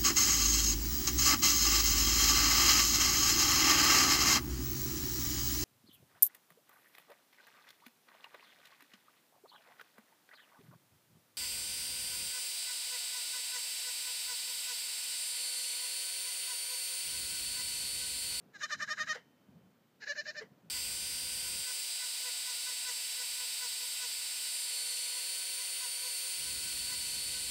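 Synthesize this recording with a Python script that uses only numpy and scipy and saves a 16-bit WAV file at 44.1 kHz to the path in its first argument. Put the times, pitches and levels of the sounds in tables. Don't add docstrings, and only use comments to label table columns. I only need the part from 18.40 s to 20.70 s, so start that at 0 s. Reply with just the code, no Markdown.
import sys
import numpy as np
from scipy import signal
from scipy.fft import rfft, irfft, next_fast_len
from scipy.io import wavfile
from scipy.ndimage import uniform_filter1d

SR = 44100
rng = np.random.default_rng(int(sys.argv[2]) if len(sys.argv) > 2 else 0)


def wrap_up_sound(samples):
    columns = np.atleast_2d(samples).T
    tamed = np.clip(columns, -1, 1)
    steps = np.round(tamed * 32767).astype(np.int16)
    wavfile.write(sys.argv[1], SR, steps)


N = 101429
TIME = np.arange(N) / SR

# start_s, end_s
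BLEAT_SPANS = [(.134, .762), (1.608, 2.04)]
# frequency_hz, facing_db, turned_away_db
HOARSE_RESPONSE = [(250, -85.5, -70.5), (614, -58.5, -52.5), (912, -56.5, -62.5), (1254, -44.5, -64.5),
                   (1375, -45, -54), (1658, -29, -34), (1877, -39.5, -45.5), (2320, -47.5, -54.5),
                   (2620, -55, -53), (3070, -45, -57.5), (3040, -63, -73.5), (4100, -41.5, -46.5),
                   (4350, -60, -51), (4820, -49.5, -51.5), (7080, -51.5, -57.5), (8320, -69.5, -90),
                   (15000, -79.5, -82.5)]

BLEAT_EDGE_S, HOARSE_DB, CUTOFF_HZ = 0.0076, -5, 15250
JITTER_RATE_HZ = 261
SHIMMER_DB, SHIMMER_RATE_HZ = 1.8, 130


def from_db(db):
    return 10 ** (np.asarray(db) / 20)


def unit_power(x):
    return x / np.sqrt(np.mean(x ** 2) + 1e-20)


def drift(rate_hz):
    pole = np.exp(-2 * np.pi * rate_hz * 20 / SR)
    white = rng.standard_normal((N + SR) // 20)
    slow = signal.lfilter([1], [1, -2 * pole, pole * pole], white)[SR // 20:]
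    return np.interp(np.arange(N) / 20, np.arange(len(slow)), unit_power(slow))


def colour(x, points):
    size = 2 * next_fast_len(N)
    hz, db = np.transpose(points)
    grid_hz = np.maximum(np.arange(size // 2 + 1) * SR / size, 1)
    gain = from_db(np.interp(np.log(grid_hz), np.log(hz), db))
    cepstrum = irfft(np.log(gain))
    cepstrum[1:size // 2] *= 2
    cepstrum[size // 2 + 1:] = 0
    return irfft(rfft(x, size) * np.exp(rfft(cepstrum)))[:N]


def noise(points):
    return unit_power(colour(rng.standard_normal(N), points))


def onset(centre_s, attack_s):
    return .5 + .5 * np.tanh((TIME - centre_s) / attack_s)


def open_air():
    # frequency_hz, relative_density_db
    spectrum = [(15, -73.5), (25, -51.5), (95, -14.5), (135, -5), (224, -2.5), (354, -10.5), (543, -11),
                (811, -17), (1150, -19.5), (1540, -21), (1810, -23), (2020, -25), (2240, -24.5),
                (10300, -37.5), (15000, -31)]
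    # time_s, gain_db
    swell = [(0, 3.5), (.3, -0.5), (.9, -1), (1.2, 2), (1.5, -3), (1.9, 1.5), (2.3, 1.5)]
    air = from_db(-68) * noise(spectrum)
    murmur = signal.sosfiltfilt(signal.butter(2, 1500, fs=SR, output="sos"), air)
    hiss = air - murmur
    return hiss + murmur * from_db(np.interp(TIME, *np.transpose(swell)))


def thuds(attack_s=0.011):
    # time_s, level_db, decay_s
    impacts = [(.365, -59, 0.029), (0.39, -55, 0.046), (0.488, -62.5, 0.027), (0.604, -57.5, 0.057),
               (.655, -62.5, 0.073), (1.097, -57, 0.051), (1.153, -59.5, 0.033), (1.253, -60, 0.027),
               (2.03, -63.5, 0.043), (2.12, -62.5, .02), (2.25, -61, .08)]
    # frequency_hz, relative_db
    spectrum = [(30, -38.5), (80, -17), (130, -0.5), (200, 3), (280, -11), (400, -24.5), (1000, -37),
                (4000, -57)]
    envelope = 0
    for time_s, level_db, decay_s in impacts:
        age = np.maximum(TIME - time_s, 0)
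        envelope += from_db(level_db) * onset(time_s - attack_s, attack_s) * np.exp(-age / decay_s)
    return envelope * noise(spectrum)


def tree_echo(x, level_db=-35, t60_s=0.72, delay_s=.02):
    tail = rng.standard_normal(N) * from_db(-60 * TIME / t60_s) * (TIME > delay_s)
    return from_db(level_db) * signal.fftconvolve(x, tail / np.sqrt(np.sum(tail ** 2)))[:N]


def grunts(attack_s=0.0059, decay_db_per_s=427, chest_extra_db_per_s=113):
    # time_s, puff_db, chest_db
    exhalations = [(0.759, -44.5, -58), (2.019, -50, -45.5)]
    # frequency_hz, relative_db
    spectrum = [(50, -53), (250, -35.5), (450, 1), (700, -7), (1450, -8), (2000, 1.5), (2500, -19.5),
                (3030, -7), (3400, -18.5), (5000, -16.5), (7000, -26.5), (9000, -37.5), (14000, -46)]
    puff = noise(spectrum)
    chest_hz = 444 + 55 * drift(JITTER_RATE_HZ)
    chest = np.sqrt(2) * np.sin(2 * np.pi * np.cumsum(chest_hz) / SR)
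    chest *= from_db(SHIMMER_DB * drift(SHIMMER_RATE_HZ))
    out = 0
    for time_s, puff_db, chest_db in exhalations:
        age = np.maximum(TIME - time_s, 0)
        envelope = onset(time_s - attack_s, attack_s) * from_db(-decay_db_per_s * age)
        chest_gain = from_db(chest_db - chest_extra_db_per_s * age)
        out += envelope * (from_db(puff_db) * puff + chest_gain * chest)
    return out


def vocal_folds(pitch_hz, wander_db=3, wander_rad=0.47, wander_rate_hz=7.9):
    phase = 2 * np.pi * np.cumsum(pitch_hz) / SR
    folds = 0
    for k in np.arange(1, 33):
        looseness = min(k / 10, 1)
        gain = from_db(looseness * wander_db * drift(wander_rate_hz)) * (k * pitch_hz < CUTOFF_HZ)
        phase_shift = looseness * wander_rad * drift(wander_rate_hz)
        folds -= np.sqrt(2) * gain * np.cos(k * phase + phase_shift)
    air = unit_power((1 + np.cos(phase)) * rng.standard_normal(N))
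    return folds, air * np.sqrt(SR / 2 / pitch_hz)


def throat(source, response, bleat):
    return colour(source, np.array(response)[:, [0, bleat + 1]])


def squeaks(fall_s=0.0088, top_hz=4200):
    # peak_s, rise_s, pitch_hz, glide_hz_per_s, relative_db, air_ratio, jitter_ratio
    openings = [(.165, .026, 397.4, -1800, -13, 0.07, 0.022), (1.640, .042, 410.2, -2400, -4, 0.4, 0.038)]
    lowpass = signal.butter(1, top_hz, fs=SR, output="sos")
    out = 0
    for bleat, (peak_s, rise_s, hz, glide, db, air_ratio, jitter) in enumerate(openings):
        offset_s = TIME - peak_s
        pitch_hz = hz + glide * np.clip(offset_s, -2 * rise_s, 2 * fall_s)
        folds, air = vocal_folds(pitch_hz * (1 + jitter * drift(JITTER_RATE_HZ)))
        gate = onset(BLEAT_SPANS[bleat][0], BLEAT_EDGE_S)
        envelope = np.exp(-(offset_s / np.where(offset_s < 0, rise_s, fall_s)) ** 2)
        source = gate * from_db(HOARSE_DB + db) * envelope * (folds + air_ratio * air)
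        out += throat(signal.sosfilt(lowpass, source), HOARSE_RESPONSE, bleat)
    return out


def throbs():
    # start_s, length_s, pitch_hz, glide_hz_per_s, relative_db, clearness_ratio
    notes = [(0.231, .019, 606.4, -2.5, -2, 0.99), (0.32, .022, 598, 28, -0.7, 1),
             (.420, 0.017, 599.3, -100, -1.3, 0.96), (0.502, 0.028, 609, -100, -0.9, 0.93),
             (0.598, 0.031, 615.4, 3, -0.45, 0.75), (0.692, 0.034, 617.4, -200, -1, 0.91),
             (0.748, .008, 470, -5, -8.5, 0), (1.689, 0.03, 574.8, -450, 0.5, 0.95),
             (1.777, 0.031, 590.2, -100, -1, 0.99), (1.879, 0.026, 607.5, -200, -0.5, 0.78),
             (1.972, 0.024, 597.7, -700, -2.5, 0.92)]
    rise_s, fall_s, lock_s = .031, .020, 0.0022
    bend_hz, overshoot_hz, overshoot_s, sag_hz_per_s, lowest_hz = 7, 46.36, .007, 8500, 390
    clear_db, swell_db, arch_db, break_db = -3.5, 0.35, 4, -1
    hoarse_fade_db, hoarse_floor_db, treble_fade_db, treble_floor_db = 28, -30, 16.5, -37.5

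    start_s, length_s, hz, glide, db, clearness = np.array(notes).T[:, :, None]
    offset_s = TIME - start_s - length_s / 2
    outside_s = np.maximum(abs(offset_s) - length_s / 2, 0)
    distance = outside_s / np.where(offset_s < 0, rise_s, fall_s)
    nearest = np.argmin(distance, axis=0)
    offset_s, outside_s, distance = [c[nearest, np.arange(N)] for c in (offset_s, outside_s, distance)]
    length_s, hz, glide, db, clearness = [c[nearest, 0] for c in (length_s, hz, glide, db, clearness)]

    along = np.clip(2 * offset_s / length_s, -1, 1)
    note_hz = hz + glide * along * length_s / 2 + bend_hz * along ** 4
    overshoot = overshoot_hz * np.minimum(outside_s / overshoot_s, 1)
    sag = sag_hz_per_s * np.maximum(outside_s - overshoot_s, 0)
    pitch_hz = np.maximum(note_hz + overshoot - sag, lowest_hz)

    lock = clearness * (.5 + .5 * np.tanh((length_s / 2 - abs(offset_s)) / lock_s))
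    clear = from_db(clear_db + db + swell_db * along + arch_db * (.5 - along ** 2))
    slide = from_db(HOARSE_DB + db + break_db * (offset_s > 0))
    hoarse = slide * (from_db(-hoarse_fade_db * distance ** 3.02) + from_db(hoarse_floor_db))
    treble = slide * (from_db(-treble_fade_db * distance) + from_db(treble_floor_db))
    return [uniform_filter1d(c, size=64) for c in (pitch_hz, lock, clear, hoarse, treble)]


def bleats(clear_jitter=0.00222, hoarse_jitter=.028, crossover_hz=2800):
    # frequency_hz, facing_db, turned_away_db
    clear_response = [(310, -77.5, -68), (576, -51.5, -45.5), (900, -50, -62), (1225, -38, -59.5),
                      (1728, -33, -34), (1940, -31, -43), (2470, -49, -52), (2910, -46.5, -51),
                      (3320, -44.5, -63.5), (3740, -45.5, -55.5), (3971, -45, -49), (5400, -45.5, -45.5),
                      (5686, -47.5, -53), (6700, -46.5, -56), (7340, -60, -60), (8310, -70, -105),
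                      (10800, -76, -82.5), (15046, -76.5, -89)]
    pitch_hz, lock, clear_gain, hoarse_gain, treble_gain = throbs()
    jitter = (clear_jitter + hoarse_jitter * (1 - lock)) * drift(JITTER_RATE_HZ)
    wobble = 0.00383 * drift(rate_hz=44.1)
    folds, air = vocal_folds(pitch_hz * (1 + jitter + wobble))
    lowpass = signal.butter(2, crossover_hz, fs=SR, output="sos")
    low_folds, low_air = signal.sosfiltfilt(lowpass, [folds, air])
    low = from_db(1.5 + SHIMMER_DB * drift(SHIMMER_RATE_HZ)) * low_folds + from_db(-3) * low_air
    high = from_db(-0.5) * (folds - low_folds) + from_db(-4) * (air - low_air)
    breath = lock * hoarse_gain * from_db(-22) * air
    rasp = (1 - lock) * (hoarse_gain * low + treble_gain * high) + breath
    out = 0
    for bleat, (start_s, end_s) in enumerate(BLEAT_SPANS):
        gate = onset(start_s, BLEAT_EDGE_S) * (1 - onset(end_s, BLEAT_EDGE_S))
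        out += throat(gate * lock * clear_gain * folds, clear_response, bleat)
        out += throat(gate * rasp, HOARSE_RESPONSE, bleat)
    return out


def scene():
    kid = squeaks() + bleats() + grunts()
    return (kid + tree_echo(kid) + thuds() + open_air())[None]


def record(dry):
    return signal.sosfilt(signal.ellip(12, .1, 70, CUTOFF_HZ, fs=SR, output="sos"), dry)


dry = scene()
out = record(dry)
wrap_up_sound(out)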